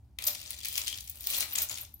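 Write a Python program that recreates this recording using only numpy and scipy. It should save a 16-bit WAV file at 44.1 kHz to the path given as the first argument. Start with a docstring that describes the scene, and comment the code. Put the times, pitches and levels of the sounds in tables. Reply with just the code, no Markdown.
"""In a small room, a hand draws a chain out of a heap of metal jewelry on a marble tabletop.
Sliding links are random impulses that excite damped modes and shake the heap and the tabletop.
Trinkets knock together in bursts of band noise; loose pieces ring as decaying, buzzing sinusoids.
The heap lies a little to the left, by a delay and a level difference between the channels.
A diffuse room tail follows; ventilation adds low filtered noise and a hum."""
import sys
import numpy as np
from scipy import signal
from scipy.fft import rfft, irfft
from scipy.io import wavfile

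SR = 44100
rng = np.random.default_rng(int(sys.argv[2]) if len(sys.argv) > 2 else 0)


def inscribe(sig):
    """Save sig as 16-bit PCM at rate SR to the path in sys.argv[1].

    A 1-D sig is mono; a 2-D sig holds one channel per row.
    Samples are clipped to [-1, 1] before scaling.
    """
    pcm = np.round(np.clip(np.atleast_2d(sig).T, -1, 1) * 32767)
    wavfile.write(sys.argv[1], SR, pcm.astype(np.int16))


N = 88200
TIME = np.arange(N) / SR
SPECTRUM_HZ = np.arange(N // 2 + 1) * SR / N + 1e-3   # kept above zero for the logarithm

# Links sliding over the heap, before the layer trims:
# [t/s, clatter level/dB, sparkle level/dB, heap body level/dB]
SLIDING = [(.185, -93.5, -90, -87), (0.189, -52.5, -56, -60), (.255, -49, -49, -56.5),
           (.28, -45.5, -31, -44.5), (0.316, -55, -47, -55), (.37, -49.5, -49, -70.5),
           (.50, -47.5, -51.5, -63), (.625, -49.5, -50.5, -74), (.655, -43, -52, -68),
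           (0.731, -45.5, -40, -66.5), (0.79, -41.5, -36.5, -55.5), (.84, -48, -43, -60.5),
           (0.888, -38.5, -43, -67), (.97, -69, -52, -64), (1.04, -57.5, -48.5, -88),
           (1.17, -61, -50, -68.5), (1.252, -47, -45, -72), (1.263, -46, -42.5, -62.5),
           (1.348, -33.5, -33, -53.5), (1.38, -40, -31, -55), (1.426, -33.5, -36, -49),
           (1.46, -61, -47, -55), (1.501, -51, -42, -63.5), (1.592, -39.5, -38, -50),
           (1.636, -45.5, -30.5, -55.5), (1.68, -64.5, -76, -61), (1.713, -41, -44, -51),
           (1.789, -51.5, -48, -68), (1.826, -54.5, -42.5, -61.5), (1.871, -86, -67, -84),
           (2, -83, -63, -91)]
# Relative spectral densities of clatter, sparkle and heap body: [f/Hz, level/dB per Hz]
CLATTER_SPECTRUM = [(1200, -50), (1900, -2), (2400, -4), (3500, 3), (5500, -1), (7000, -0.5), (8500, -2),
                    (11000, -23)]
SPARKLE_SPECTRUM = [(7000, -9), (9500, 8.5), (12000, 6.5), (14000, 13.5), (15500, 13), (17000, -37)]
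BODY_SPECTRUM = [(130, -4.5), (300, 4.5), (480, -3), (600, 2), (900, 4), (1400, 5.5), (1900, -3),
                 (3000, -12)]
CLATTER_DB, SPARKLE_DB, BODY_DB = -1.5, -3.5, 0   # layer trims
LINKS_PER_S = 720   # at the quietest; louder slides raise it
LINK_SPREAD_DB, CRACK_T60_S = 3.5, 0.0034   # scale of the random contact size; decay of a crack
LINK_LOW_HZ, LINK_HIGH_HZ = 2300, 15500   # notes of the largest and the smallest link
LINK_RING_DB, LINK_RING_T60_S = -11.5, 0.031   # note of the largest link, relative to its crack
HEAP_GIVE = 1.23   # the heap cushions link contacts above this many times their rms

# Modes of the tabletop under the heap: [f/Hz, relative level/dB, t60/s]
TABLE_MODES = [(597, -8, 0.16), (770, -13, 0.13)]
DIG_S, DIG_DB = 0.272, -37   # the hand digs in and bumps the tabletop; level before the mode levels

# Trinkets knocking together, band levels before the band trims; chatter lasts 0.001 s at least:
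# [t/s, chatter length/s, low clack level/dB, high clack level/dB, sparkle level/dB]
KNOCKS = [(0.1861, 0.0022, -27.5, -36, -32), (0.222, 0.00092, -33, -34, -29.5),
          (0.2392, 0.0025, -34.5, -31.5, -29), (0.267, 0.0027, -38, -24, -24.5),
          (0.2714, 0.0063, -47, -34, -19), (0.278, 0.0059, -36.5, -23, -56), (0.348, 0.0064, -37, -35, -38),
          (0.5056, 0.001, -34, -36.5, -23.5), (0.647, 0.007, -35, -36, -34),
          (0.6543, 0.0025, -30, -33.5, -28), (0.6833, 0.0029, -43, -37, -27),
          (0.7543, 0.0011, -26, -26, -33.5), (0.7623, 0.0013, -48, -27, -41),
          (0.7777, 0.0044, -27, -24, -24), (0.8153, 0.0028, -35, -30, -48),
          (0.8719, 0.00096, -29, -26, -32.5), (0.8795, 0.0012, -28.5, -22, -28),
          (0.899, 0.001, -49, -32, -41), (0.9255, 0.0034, -36.5, -38, -39), (0.941, 0.002, -37, -32, -53),
          (0.9545, 0.0012, -41, -38, -41), (0.974, 0.0025, -42.5, -38, -37), (0.984, 0.002, -38, -33, -48),
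          (1.006, 0.0022, -47, -35, -36), (1.074, 0.0049, -50.5, -43.5, -43),
          (1.0966, 0.0051, -55, -44, -35.5), (1.2067, 0.0019, -48, -45.5, -31.5),
          (1.27, 0.0012, -28.5, -30, -31), (1.3011, 0.0017, -30, -31.5, -23),
          (1.307, 0.0014, -36, -38, -21.5), (1.405, 0.0014, -36, -20.5, -19),
          (1.425, 0.0029, -26.5, -54, -30), (1.553, 0.0029, -28, -32.5, -28),
          (1.5574, 0.0011, -31.5, -23, -30), (1.5787, 0.006, -29.5, -44, -28),
          (1.584, 0.0031, -41, -21.5, -29.5), (1.6187, 0.0041, -40.5, -44, -23),
          (1.6874, 0.0018, -58, -32, -38), (1.696, 0.0015, -35.5, -38, -29.5),
          (1.7141, 0.0014, -32, -34, -31), (1.7729, 0.004, -37, -38.5, -38.5),
          (1.783, 0.0018, -33, -39, -34), (1.8475, 0.0038, -53.5, -43, -58)]
# Trims of the knock bands: [body level/dB, low clack level/dB, high clack level/dB, sparkle level/dB]
KNOCK_TRIM_DB = [-1.4, -1.96, -3.43, -3.5]
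# Frequencies at which those four levels apply: [body f/Hz, low clack f/Hz, high clack f/Hz, sparkle f/Hz]
KNOCK_BAND_HZ = [1400, 2350, 6700, 12500]
BODY_BELOW_DB = -24   # the knock's body relative to its low clack, before the trims
CONTACT_RISE_S, CHATTER_SAG_DB, CHATTER_T60_S = 0.0001, -1, 0.013
PIECE_COLOUR_DB, CHATTER_ROUGH = 1.12, 0.45   # deviations: level per band; log amplitude per step

# Loose pieces ringing, before the ping trim: [t/s, f/Hz, level/dB, t60/s]
PINGS = [(.250, 13800, -34.5, 0.11), (0.2697, 13300, -25, 0.053), (0.273, 13680, -29, 0.099),
         (.302, 13840, -31, 0.066), (0.329, 11900, -35.5, 0.036), (0.5058, 10350, -27.5, 0.01),
         (0.879, 3200, -27.5, 0.011), (0.9274, 3200, -34, 0.024), (1.097, 14900, -25.5, 0.017),
         (1.206, 11850, -47, 0.12), (1.2702, 15300, -16, 0.012), (1.346, 3500, -42, 0.065),
         (1.532, 13840, -30.5, 0.061), (1.5578, 7440, -19, 0.0086), (1.584, 7000, -25.5, 0.018),
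         (1.619, 13870, -27.5, 0.092), (1.696, 6900, -28, 0.016), (1.743, 7000, -32.5, 0.012),
         (1.811, 11970, -36, 0.06), (1.940, 11950, -41.5, 0.053)]
PING_RISE_S, PING_DB = 0.00032, 3
NEIGHBOUR_DB, NEIGHBOUR_SPREAD = -9.5, .07   # other modes: joint level; largest log-frequency distance
PING_BUZZ_SHARE, PING_BUZZ_HZ = .35, 120   # final share of power; bandwidth of the buzz

# Level difference, left minus right: [f/Hz, level/dB]
LEFT_BIAS = [(250, -1), (600, 3.5), (1000, 0.5), (2200, 3.5), (4000, 7), (8000, 5.5), (13000, 1.5)]
LEFT_LEAD_S = 0.00018
CHANNEL_LIKENESS = 0.43   # share of noise power common to both channels

# Decay time of the room tail: [f/Hz, t60/s]
ROOM_T60 = [(300, 0.87), (2500, 0.26), (6000, 0.4), (14000, 0.13)]
# Room tail relative to the direct sound: [f/Hz, level/dB]
ROOM_DB = [(300, -11.5), (2500, -4), (6000, -8.5), (14000, -8.5)]
FIRST_ECHO_S = 0.0045

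# Relative spectral density of the ventilation rumble: [f/Hz, level/dB per Hz]
RUMBLE_SPECTRUM = [(20, -20), (40, -24), (58, 4), (76, -4.5), (95, -2.5), (118, -5), (155, -17.5),
                   (280, -19.5), (500, -38), (800, -29.5), (1200, -45), (16000, -56)]
RUMBLE_DB, RUMBLE_SIDE_DB = -58, -16   # rms of the common part; opposed part relative to it
HUM_HZ, HUM_DB = 75.1, -61.5   # hum level as rms
CUTOFF_HZ = 16000

# Band-pass filters shared by the knocks and the room
EDGES = np.geomspace(140, 17500, 29)
CENTRES = np.sqrt(EDGES[1:] * EDGES[:-1])
BANK = [signal.butter(2, [lo, hi], "band", fs=SR, output="sos") for lo, hi in zip(EDGES, EDGES[1:])]


def sliding_chain():
    """Impulsive excitation: link contacts clatter and sparkle, and shake the heap and the tabletop."""
    s, *columns = np.transpose(SLIDING)
    clatter, sparkle, body = (from_db(np.interp(TIME, s, c)) for c in columns)
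    busy = np.maximum(clatter / clatter.mean(), 1)   # a louder slide moves more links
    ticks = link_ticks(busy, count=70)
    cushioned = np.tanh(rms_one(ticks) / HEAP_GIVE)
    heap = from_db(BODY_DB) * body * coloured(cushioned, BODY_SPECTRUM)
    clatter_sound = from_db(CLATTER_DB) * clatter * coloured(ticks, CLATTER_SPECTRUM)
    sparkle_sound = from_db(SPARKLE_DB) * sparkle * coloured(ticks, SPARKLE_SPECTRUM)
    return heap + tabletop(heap) + clatter_sound + sparkle_sound


def link_ticks(busy, count):
    """Modal response: random contacts excite each link's crack and note; lower links ring longer."""
    t, out = TIME[:2048], 0
    size_db = LINK_SPREAD_DB * np.minimum(rng.exponential(1, N), 3.5)
    sizes = from_db(size_db) * rng.choice([-1, 1], N)
    contact = rng.random(N) < busy * LINKS_PER_S / SR
    clicks = sizes / np.sqrt(busy) * contact   # offsets the power gained by denser contacts
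    dealt = rng.integers(0, count, N)   # which link each contact belongs to
    for k, hz in enumerate(np.geomspace(LINK_LOW_HZ, LINK_HIGH_HZ, count)):
        crack = port_noise(len(t)) * from_db(-60 * t / CRACK_T60_S)
        t60 = LINK_RING_T60_S * np.sqrt(LINK_LOW_HZ / hz)
        decay = from_db(LINK_RING_DB - 60 * t / t60) * np.sqrt(hz / LINK_LOW_HZ)
        note = np.sin(2 * np.pi * hz * t + rng.normal(0, 1, (2, 1))) * decay
        own_clicks = (clicks * (dealt == k))[None]
        out = out + signal.oaconvolve(own_clicks, crack + note, axes=1)[:, :N]
    return out


def tabletop(heap):
    """Driven and free vibration: the heap keeps the table modes ringing; the first dig strikes them once."""
    out, since = 0, np.maximum(TIME - DIG_S, 0)
    for hz, db, t60 in TABLE_MODES:
        r = from_db(-60 / (t60 * SR))   # pole radius
        ring = signal.lfilter([1, 0, -1], [1, -2 * r * np.cos(2 * np.pi * hz / SR), r * r], heap)
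        struck = from_db(DIG_DB - 60 * since / t60) * np.sin(2 * np.pi * hz * since)
        out = out + from_db(db) * (rms_one(ring) * heap.std() / 2 + struck)
    return out


def knocks():
    """Repeated impact: a few milliseconds of chatter between two pieces, each with its own colour."""
    out, t = np.zeros((2, N)), TIME[:1280]
    rows = np.array(KNOCKS)
    length = np.maximum(rows[:, 1:2], .001)
    sag_db = CHATTER_SAG_DB * np.minimum(t / length, 1)
    decay_db = -60 * np.maximum(t - length, 0) / CHATTER_T60_S
    envelope = (1 - np.exp(-t / CONTACT_RISE_S)) * from_db(sag_db + decay_db)
    steps = np.exp(CHATTER_ROUGH * rng.standard_normal((len(rows), 128)))
    chatter = np.repeat(steps, len(t) // 128, axis=1)
    # Band levels become energy densities: longer chatter adds, wider bands dilute
    widths = np.diff([500, 2000, 5000, 9000, 16000])
    band_db = np.column_stack([rows[:, 2] + BODY_BELOW_DB, rows[:, 2:]]) + KNOCK_TRIM_DB
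    density_db = band_db + 10 * np.log10(length / widths)
    levels = np.array([np.interp(np.log(CENTRES), np.log(KNOCK_BAND_HZ), row) for row in density_db])
    sounds = 0
    for k in np.flatnonzero(CENTRES > 500):
        noise = port_noise(chatter.size).reshape(2, *chatter.shape)
        burst = signal.sosfilt(BANK[k], noise * envelope * chatter + 1e-18)
        energy = np.mean(np.sum(burst ** 2, axis=2), axis=0) / SR
        colour_db = PIECE_COLOUR_DB * rng.standard_normal(len(rows))
        gain = from_db(levels[:, k] + colour_db) * np.sqrt((EDGES[k + 1] - EDGES[k]) / energy)
        sounds = sounds + burst * gain[:, None]
    for k, s in enumerate(rows[:, 0]):
        add(out, s, sounds[:, k])
    return out


def pings():
    """Damped free vibration: a main mode and weak neighbours, buzzing against the heap as they die."""
    out, t = np.zeros((2, N)), TIME[:8192]
    smooth = signal.butter(2, PING_BUZZ_HZ, fs=SR, output="sos")
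    for s, hz, db, t60 in PINGS:
        offset = np.array([[0], [2 * np.pi * hz * LEFT_LEAD_S + rng.normal(0, 1)]])   # left, right
        angle = 2 * np.pi * hz * t + rng.uniform(0, 2 * np.pi) + offset
        # Slow noise on the in-phase and the quadrature part makes the buzz
        swing, slip = (rms_one(signal.sosfilt(smooth, port_noise(len(t)))) for _ in range(2))
        buzz = PING_BUZZ_SHARE * (1 - from_db(-120 * t / t60))
        steady = np.sqrt(1 - buzz) * np.sin(angle)
        buzzing = np.sqrt(buzz / 2) * (swing * np.sin(angle) + slip * np.cos(angle))
        ratios = np.exp(NEIGHBOUR_SPREAD * rng.uniform(-1, 1, size=6))
        neighbours = sum(np.sin(angle * ratio) for ratio in ratios)
        tone = steady + buzzing + from_db(NEIGHBOUR_DB) * rms_one(neighbours)
        envelope = from_db(PING_DB + db - 60 * t / t60) * (1 - np.exp(-t / PING_RISE_S))
        add(out, s, envelope * tone)
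    return out


def from_the_left(x):
    """Interaural-style differences: the right channel is delayed, and weaker where the bias is positive."""
    bias = from_db(at_hz(LEFT_BIAS, SPECTRUM_HZ) / 2)   # half of the difference to each side
    delay = np.exp(-2j * np.pi * SPECTRUM_HZ * LEFT_LEAD_S)
    return irfft(rfft(x) * np.array([bias, delay / bias]), N)


def room(x):
    """Diffuse reverberation: convolution with noise whose decay time depends on frequency."""
    t, response = TIME[:22050], 0
    for sos, hz in zip(BANK, CENTRES):
        decay = from_db(-60 * t / at_hz(ROOM_T60, hz)) * (t > FIRST_ECHO_S)
        tail = rng.standard_normal((2, len(t))) * decay / np.linalg.norm(decay)
        response = response + from_db(at_hz(ROOM_DB, hz)) * signal.sosfilt(sos, tail)
    return signal.fftconvolve(x, response, axes=1)[:, :N]


def ventilation():
    """Broadband flow noise with a tonal line: low rumble nearly alike on both sides, and a common hum."""
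    mid, side = (coloured(rng.standard_normal(N), RUMBLE_SPECTRUM) for _ in range(2))
    rumble = from_db(RUMBLE_DB) * (mid + from_db(RUMBLE_SIDE_DB) * side * [[1], [-1]])
    hum = from_db(HUM_DB) * np.sqrt(2) * np.sin(2 * np.pi * HUM_HZ * TIME)
    return rumble + hum


def port_noise(size):
    """Partial coherence: white noise made of a part shared by both channels and a part of each one's own."""
    shared, own = rng.standard_normal(size), rng.standard_normal((2, size))
    alike = np.clip(CHANNEL_LIKENESS, 0, 1)
    return np.sqrt(alike) * shared + np.sqrt(1 - alike) * own


def coloured(x, spectrum):
    """Linear filtering: shape by a smooth spectrum, then scale to unit rms."""
    gain = from_db(at_hz(spectrum, SPECTRUM_HZ))
    return rms_one(irfft(rfft(x) * gain, N))


def at_hz(points, hz):
    """Logarithmic pitch scale: interpolate a table along log frequency."""
    f, v = np.transpose(points)
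    return np.interp(np.log(hz), np.log(f), v)


def from_db(db):
    """Level definition: decibels to amplitude ratio."""
    return 10 ** (np.asarray(db) / 20)


def rms_one(x):
    """Power normalisation: scale to unit rms."""
    return x / np.sqrt(np.mean(x ** 2) + 1e-20)


def add(out, s, x):
    """Superposition: mix a stereo sound in at time s."""
    i = max(int(s * SR), 0)
    out[:, i:i + x.shape[1]] += x[:, :max(N - i, 0)]


def scene():
    """Superposition of direct sound, reverberation and background."""
    jewelry = from_the_left(sliding_chain() + knocks() + pings())
    return jewelry + room(jewelry) + ventilation()


def record(dry):
    """Band limitation: a steep elliptic low-pass cuts the top."""
    low_pass = signal.ellip(10, .3, 70, CUTOFF_HZ, fs=SR, output="sos")   # ripple and stopband in dB
    return signal.sosfilt(low_pass, dry)


dry = scene()
out = record(dry)
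inscribe(out)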